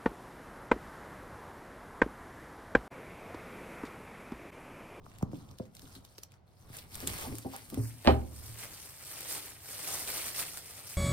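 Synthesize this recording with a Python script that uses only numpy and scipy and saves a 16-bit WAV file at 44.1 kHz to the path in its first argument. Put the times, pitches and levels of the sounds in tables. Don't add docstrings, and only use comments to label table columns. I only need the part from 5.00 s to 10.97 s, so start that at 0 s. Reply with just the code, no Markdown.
import sys
import numpy as np
from scipy import signal
from scipy.fft import rfft, irfft, next_fast_len
from scipy.io import wavfile
from scipy.ndimage import uniform_filter1d, map_coordinates

SR = 44100
rng = np.random.default_rng(int(sys.argv[2]) if len(sys.argv) > 2 else 0)


def digitize_waveform(pressure):
    field = np.atleast_2d(pressure).T
    bounded = np.clip(field, -1, 1)
    quanta = np.round(bounded * 32767).astype(np.int16)
    wavfile.write(sys.argv[1], SR, quanta)


N = 263277


def amp(db):
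    return 10 ** (np.asarray(db) / 20)


def unit(x):
    return x / np.sqrt(np.mean(x ** 2) + 1e-20)


def along(points, hz):
    point_hz, value = np.transpose(points)
    return np.interp(np.log(hz + 1), np.log(point_hz + 1), value)


def wobble(rate):
    knots = rng.standard_normal(int(N * rate / SR) + 4)
    return map_coordinates(knots, [np.arange(N) * rate / SR], order=1)


def filtered(x, response):
    size = next_fast_len(N + SR // 2)
    return irfft(rfft(x, size) * response(np.fft.rfftfreq(size, 1 / SR)), size)[..., :N]


def pulse(spectrum, size=4096):
    hz = np.fft.rfftfreq(size, 1 / SR)
    cepstrum = irfft(np.log(amp(along(spectrum, hz))))
    cepstrum[1:size // 2] *= 2
    cepstrum[size // 2 + 1:] = 0
    h = irfft(np.exp(rfft(cepstrum)))
    return h / np.abs(h).max()


def add(track, s, sound):
    part = track[..., round(s * SR):][..., :sound.shape[-1]]
    part += sound[..., :part.shape[-1]]


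def leading(x, radians):
    return filtered(x, lambda hz: np.exp(np.outer([.5j, -.5j], radians(hz))))


# frequency in Hz, correlation from -1 to 1.
LIKENESS = [(60, 0.79), (250, 0.73), (600, 0.4), (2000, 0.25), (12000, 0.26)]


def spread(pair):
    def shares(hz):
        likeness = np.clip(along(LIKENESS, hz), -1, 1)
        return np.sqrt((1 + np.outer([1, -1], likeness)) / 2)

    mid, side = filtered(pair, shares)
    return np.array([mid + side, mid - side])


# frequency in Hz, time to fall by 60 dB in seconds.
KITCHEN_DECAY = [(80, 0.91), (400, 0.44), (2000, 0.23), (6000, 0.14), (14000, 0.095)]


def room(x, wet_db):
    hz, t, z = signal.stft(rng.standard_normal((2, SR // 2)), SR, nperseg=256)
    decay = amp(-60 * t / along(KITCHEN_DECAY, hz)[:, None])
    tail = signal.istft(z * decay, SR, nperseg=256)[1]
    tail = np.pad(tail / np.linalg.norm(tail[0]), ((0, 0), (SR // 250, 0)))
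    return x + amp(wet_db) * spread(signal.fftconvolve(np.atleast_2d(x), tail, axes=1)[:, :N])


def rush(spectrum):
    noise = spread(rng.standard_normal((2, N)))
    return unit(filtered(noise, lambda hz: amp(along(spectrum, hz))))


# frequency in Hz, relative density in dB per Hz.
AIR_SPECTRUM = [(25, -32), (55, -5), (100, 3.5), (150, -4.5), (220, -14), (400, -17), (700, -15.5),
                (1500, -30.5), (5000, -42), (15000, -67)]


def kitchen_air():
    return amp(-60.5) * rush(AIR_SPECTRUM)


RISE_DB_PER_S, FALL_DB_PER_S = 268, 188


def movement(start, length, db, brisk=1):
    t = np.arange(N) / SR
    rise = RISE_DB_PER_S * np.maximum(start - t, 0)
    fall = FALL_DB_PER_S * np.maximum(t - start - length, 0)
    return amp(db - brisk * (rise + fall)) ** 2


def strengths(rows, brisk=1):
    powers = np.array([movement(*row[:3], brisk) for row in rows])
    lower_over_fizz = amp([row[3] for row in rows])
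    return np.sqrt(powers.sum(0)), np.sqrt(lower_over_fizz ** 2 @ powers)


# frequency in Hz, relative density in dB per Hz.
CLOTH_SPECTRUM = [(40, 7), (90, 10), (250, 0), (600, -9), (1200, -8.5), (2500, -71), (8000, -49)]
# start of the hold in seconds, its length in seconds,
# level in dB before the random wobble.
SLEEVE_STROKES = [(.02, .5, -55.5), (0.818, 0.21, -57.5), (1.66, 0.56, -57), (2.002, 0.31, -46.5),
                  (2.732, 0.063, -48.5), (3.3, 0.41, -58.5)]


def sleeves():
    stroke = np.sqrt(sum(movement(*row) for row in SLEEVE_STROKES))
    return stroke * amp(2.2 * wobble(25.8)) * rush(CLOTH_SPECTRUM)


def contact(hz, pitch_hz, q):
    return 1 / np.sqrt(1 + (q * (hz / pitch_hz - pitch_hz / hz)) ** 2)


# frequency in Hz, relative level in dB.
THUD_SPECTRUM = [(30, -48), (55, -16), (80, 13), (150, 2), (300, 0.5), (700, -3), (1250, -12),
                 (1700, -22.5), (5000, -38)]


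def bending(weight, sweep_s, size=4096):
    hz = np.fft.rfftfreq(size, 1 / SR) + 1
    gain = amp(along(THUD_SPECTRUM, hz)) * weight(hz)
    wave = irfft(gain * np.exp(-4j * np.pi * sweep_s * 10 * np.sqrt(hz)))
    return wave / np.abs(wave).max()


def scattered(wave, t60):
    t = np.arange(SR // 4) / SR
    paths = rng.standard_normal(len(t)) + 0.34 * rng.standard_normal((2, len(t)))
    return signal.fftconvolve(paths * amp(-60 * t / t60), [wave / np.linalg.norm(wave)], axes=1)


# frequency in Hz, relative level in dB before the random spread,
# time to fall by 60 dB in seconds before it is divided by the damping.
COUNTER_MODES = [(74.3, 2, 0.59), (113.25, -2.5, 0.53), (166, -15.5, 0.44), (250, -4.5, 0.14),
                 (269.4, -4, 0.32), (406, -7.5, 0.39), (409.5, -4, 0.2), (518.5, 4, 0.18),
                 (584, -6.5, 0.22), (629, -7, 0.29), (727, -9, 0.14), (788, 2, 0.23), (908, -22.5, 0.16),
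                 (946, -8.5, 0.14), (1053, -37, 0.1), (1250, -19, 0.036), (1420, -37, 0.18),
                 (1860, -1.5, 0.1), (2020, -22, 0.2), (2400, -7, 0.12)]


def counter_modes(damping, rise_s):
    t = np.arange(SR // 2) / SR
    hz, _, t60 = np.transpose(COUNTER_MODES)[:, :, None]
    build_up = 1 - np.exp(-t / rise_s)
    return amp(-60 * t * damping / t60) * build_up * np.exp(2j * np.pi * hz * t)


def ring(modes, weight):
    hz, db, _ = np.transpose(COUNTER_MODES)
    gain = amp(db + rng.standard_normal(len(hz))) * weight(hz)
    port_phase = 0.19 * np.sqrt(hz / 400) * rng.standard_normal((2, len(hz)))
    phase = 2 * np.pi * rng.random(len(hz)) + port_phase
    return np.imag(gain * np.exp(1j * phase) @ modes) / np.linalg.norm(gain)


def through_counter(x, radians):
    return leading(x, lambda hz: radians * np.sqrt(np.minimum(hz, 600) / 400))


# time in seconds, level in dB before the trim of each part,
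# contact pitch in Hz, level of blur and ring over the thud in dB before their trims.
HAND_BUMPS = [(0.063, -39.5, 1250, -29), (.210, -41.5, 870, -4), (.226, -35, 1170, -8),
              (.226, -16.5, 179, -16), (.330, -26.5, 240, -1), (0.597, -31.5, 510, -2.5),
              (.600, -26, 201, -15), (.825, -49.5, 270, 8), (0.961, -44, 252, -1.5), (1.182, -44, 424, -21),
              (1.697, -40.5, 141, -7), (2.025, -37, 306, 6.5), (2.079, -36, 190, -6),
              (2.245, -39, 915, 7.5), (2.270, -35, 250, 9.5), (2.296, -38, 114, 6.5),
              (2.316, -39, 273, 8.5), (2.342, -46, 325, 5.5), (2.446, -30, 250, 8.5),
              (2.448, -42.5, 800, 8.5), (2.535, -35, 1010, 2), (2.722, -32, 250, 4), (2.772, -25, 290, 1.5),
              (2.779, -35.5, 119, 12.5), (3.428, -42.5, 105, 0), (3.492, -43.5, 113, 3.5)]


def bumps():
    out, modes = np.zeros((2, N)), counter_modes(damping=1.96, rise_s=0.011)
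    for s, db, pitch_hz, ring_db in HAND_BUMPS:
        weight = lambda hz: contact(hz, pitch_hz, q=2.93)
        wave = bending(weight, sweep_s=0.01369)
        add(out, s - .002, amp(db - 2.5) * wave)
        add(out, s + 0.00234, amp(db + ring_db - 12.5) * scattered(wave, t60=.14))
        add(out, s + 0.00224, amp(db + ring_db - 2) * ring(modes, lambda hz: weight(hz) ** 2))
    return through_counter(room(out, wet_db=-17.0), radians=0.91)


KNOCK_S, KNOCK_DB, CRACK_DB = 3.0734, 1.5, 0
GRAZE_GAP_S, GRAZE_DB, GRAZE_SWELL_DB = .0085, -16.5, 3.5


def grazes(count):
    return [(KNOCK_S - GRAZE_GAP_S * (k + 1), GRAZE_DB - GRAZE_SWELL_DB * k, CRACK_DB) for k in range(count)]


CHATTER_GAP_S, CHATTER_SHRINK, CHATTER_LOSS_DB = .0101, .85, 4
CHATTER_CRACK_DB = -31


def bounces(count):
    flights = np.cumsum(CHATTER_GAP_S * CHATTER_SHRINK ** np.arange(count))
    return [(KNOCK_S + s, KNOCK_DB - CHATTER_LOSS_DB * (k + 1), CHATTER_CRACK_DB)
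            for k, s in enumerate(flights)]


# frequency in Hz, relative level in dB.
CRACK_SPECTRUM = [(200, 6.5), (600, -5), (1200, -2), (2400, 5.5), (3900, -1.5), (5000, -9), (7000, -23),
                  (16000, -54)]


def knock():
    wood, crack = np.zeros((2, N)), np.zeros(N)
    wave = bending(lambda hz: contact(hz, pitch_hz=550, q=0.56), sweep_s=0.00611)
    t = np.arange(SR // 50) / SR
    for s, db, crack_db in grazes(count=3) + [(KNOCK_S, KNOCK_DB, CRACK_DB)] + bounces(count=4):
        add(wood, s, amp(db - 8.5) * wave)
        add(wood, s, amp(db - 16.5) * scattered(wave, t60=0.097))
        grind = (t == 0) + 0.11 * amp(-60 * t / 0.028) * rng.standard_normal(len(t))
        add(crack, s, amp(db + crack_db - 8.5) * signal.fftconvolve(grind, pulse(CRACK_SPECTRUM)))
    modes = counter_modes(damping=1.55, rise_s=0.0048)
    add(wood, KNOCK_S, amp(-8.0) * ring(modes, lambda hz: contact(hz, pitch_hz=473, q=0.2)))
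    crack = room(crack, wet_db=-7) * amp([[-1.7], [1.7]])
    crack = leading(crack, lambda hz: 2 * np.pi * hz * .00009)
    wood = through_counter(room(wood, wet_db=-15.5), radians=1.18) * amp([[-.5], [.5]])
    return wood + crack


CARRY_TIMES = [2.776, 2.9]


def carried():
    return np.interp(np.arange(N) / SR, CARRY_TIMES, [0, 1])


LEFT_LEAD_S = 0.000224
# frequency in Hz, lead of the left in radians.
PORT_PHASE = [(100, 0), (900, .3), (3000, -1), (6000, -3.2), (8100, -.7), (9200, .8), (11000, 3),
              (13200, 5.9), (14400, 6.6), (16000, 9.5)]


def at_ports(sound):
    centred = carried()
    left = leading(sound, lambda hz: 2 * np.pi * hz * LEFT_LEAD_S)
    front = leading(sound, lambda hz: along(PORT_PHASE, hz))
    return np.sqrt(1 - centred) * left + np.sqrt(centred) * front


# frequency in Hz, relative level in dB.
SNAP_SPECTRUM = [(700, -8.5), (2000, -7.5), (4000, -6), (6000, -6.5), (9000, -6), (11400, -9.5),
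                 (13500, -3), (15500, -9), (17500, -23)]
# time in seconds, level in dB before a common trim, pitch in Hz.
FOLD_SNAPS = [(0.186, -42.5, 8600), (0.2269, -39.5, 6090), (0.5132, -47.5, 5530), (0.5866, -40.5, 4200),
              (0.7519, -40.5, 8750), (0.7685, -41, 4570), (0.795, -40.5, 4360), (0.82, -42.5, 5420),
              (0.953, -39, 3960), (1.0506, -40, 3560), (1.1827, -36.5, 5460), (1.188, -41, 4510),
              (1.2352, -31, 5870), (1.3204, -47.5, 2570), (1.735, -47, 4350), (1.7694, -33, 9000),
              (1.7875, -34, 4800), (1.946, -33.5, 4300), (1.955, -28, 9300), (2.0747, -18, 8300),
              (2.0804, -26, 3880), (2.0976, -32, 4430), (2.1858, -32, 8640), (2.3545, -33.5, 9400),
              (2.385, -29.5, 9800), (2.5643, -32.5, 9770), (2.7018, -35.5, 12300), (2.7447, -32.5, 9700),
              (3.391, -42, 8770), (4.2075, -29.5, 12800), (5.5737, -29.5, 8680)]


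def snaps():
    out = np.zeros((2, N))
    t = np.arange(-SR // 200, SR // 40) / SR
    hz = np.geomspace(100, SR / 2, 60)
    for s, db, pitch_hz in FOLD_SNAPS:
        bump_db = 8 * np.exp(-(np.log2(hz / pitch_hz) / 0.36) ** 2)
        click = pulse(np.transpose([hz, along(SNAP_SPECTRUM, hz) + bump_db]))
        envelope = 0.29 * amp(-60 * np.abs(t) / 0.0048) + 0.072 * amp(-60 * np.abs(t) / 0.035)
        shiver = envelope * rng.standard_normal((2, len(t)))
        shiver[:, t == 0] = 1
        add(out, s + t[0], amp(db + .5) * signal.fftconvolve(shiver, [click], axes=1))
    return out


def creases(spectrum, per_second, size_db, facing, patchy_db):
    happens = rng.random(N) < per_second / SR
    sizes = happens * amp(size_db * np.clip(rng.standard_normal(N), -3, 3))
    clicks = sizes * (rng.choice([-1, 1], N) + facing * rng.standard_normal((2, N)))
    z = signal.stft(clicks, nperseg=256)[2]
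    field = uniform_filter1d(rng.standard_normal(z.shape[1:]), size=9, axis=0)
    field = uniform_filter1d(field, size=4, axis=1)
    clicks = signal.istft(z * amp(patchy_db * unit(field)), nperseg=256)[1][:, :N]
    return unit(filtered(clicks, lambda hz: amp(along(spectrum, hz))))


# frequency in Hz, relative density in dB per Hz.
FIZZ_SPECTRUM = [(3000, -12), (5000, -3.5), (6500, -5), (7600, -6), (8500, -1), (10000, 0.5), (11400, -9),
                 (13000, -1.5), (14300, -7.5), (16000, -11)]
RUSTLE_SPECTRUM = [(80, -18.5), (200, -7), (500, 1.5), (1000, 0), (1500, -0.5), (2300, 2.5), (3200, -1),
                   (4400, -3), (6500, -9), (10000, -5.5)]
RUB_SPECTRUM = [(200, -19), (700, -1), (1300, 4.5), (1800, 0.5), (2900, -2), (4300, 0.5), (6000, -2),
                (10000, -13.5)]
# start of the hold in seconds, its length in seconds, fizz level in dB before the clumps and trim,
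# level of the lower layer (rub or rustle) over the fizz in dB before the clumps and trims.
COUNTER_SLIDES = [(.055, .18, -74, 5.5), (.325, 0.084, -70, 5.5), (.44, 0.22, -74.5, 3.5),
                  (.75, 0.1, -70, 2), (.83, 0.14, -65.5, 1), (1.045, 0.18, -72, 2.5), (1.32, 0.018, -80, 8),
                  (1.48, .1, -81.5, 1.5), (1.595, .135, -71.5, -2)]
FINGER_PULLS = [(1.75, 0.031, -56.5, 4), (1.945, 0.083, -53.5, 1), (2.085, 0.16, -48, 0.5),
                (2.32, 0.098, -59.5, -7), (2.53, 0.038, -59.5, 7.5), (2.735, .02, -62, 2.5),
                (2.835, 0.069, -56, -7.5), (3.05, 0.065, -58, 5.5), (3.335, .05, -56.5, -13),
                (3.44, 0.072, -54, -21), (3.595, .05, -48.5, -2.5), (3.71, 0.15, -53, -7),
                (3.89, 0.086, -60, -9), (4.03, 0.083, -51, -6), (4.12, .14, -49.5, -2.5),
                (4.305, 0.046, -40, -4.5), (4.42, 0.055, -49, -3.5), (4.69, 0.15, -44.5, -6),
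                (4.875, 0.13, -41, -5.5), (5.08, .2, -40.5, -4.5), (5.365, 0.044, -38.5, -5),
                (5.46, 0.023, -44, -11), (5.54, 0.035, -48, -6.5), (5.66, 0.14, -51.5, -5.5),
                (5.88, 0.069, -48, -7.5)]
HANGING_STIRS = [(1.97, 1.1, -60.5, -5.5), (3.15, 0.27, -63, -6), (3.433, 3.6, -57.5, -2.5)]
SLIDE_BRISK = 1.47
TICKS_NEAR_DB, TICKS_FAR_DB = -7, -15


def film():
    slide_fizz, slide = strengths(COUNTER_SLIDES, SLIDE_BRISK)
    pull_fizz, pull = strengths(FINGER_PULLS + HANGING_STIRS)
    clumps_db = 1.3 * wobble(50) + 0.8 * wobble(260)
    fizz = creases(FIZZ_SPECTRUM, per_second=5000, size_db=2.5, facing=0.85, patchy_db=2.0)
    fizz = amp(clumps_db + 1.36) * fizz
    ticks = creases(SNAP_SPECTRUM, per_second=70, size_db=5.5, facing=0.58, patchy_db=3.5)
    ticks = amp(TICKS_NEAR_DB + (TICKS_FAR_DB - TICKS_NEAR_DB) * carried()) * ticks
    sheet = creases(RUSTLE_SPECTRUM, per_second=2400, size_db=2.5, facing=1.0, patchy_db=3)
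    rub = creases(RUB_SPECTRUM, per_second=1500, size_db=4, facing=1, patchy_db=4.5)
    lower = amp(2.0) * (pull * sheet + slide * rub)
    return np.hypot(slide_fizz, pull_fizz) * (fizz + ticks) + amp(0.45 * clumps_db) * lower


def scene():
    glove = room(at_ports(film()), wet_db=-7.5) + room(at_ports(snaps()), wet_db=-12.5)
    return kitchen_air() + sleeves() + bumps() + knock() + glove


TOP_HZ = 15800


def record(dry):
    return filtered(dry, lambda hz: hz < TOP_HZ)


dry = scene()
out = record(dry)
digitize_waveform(out)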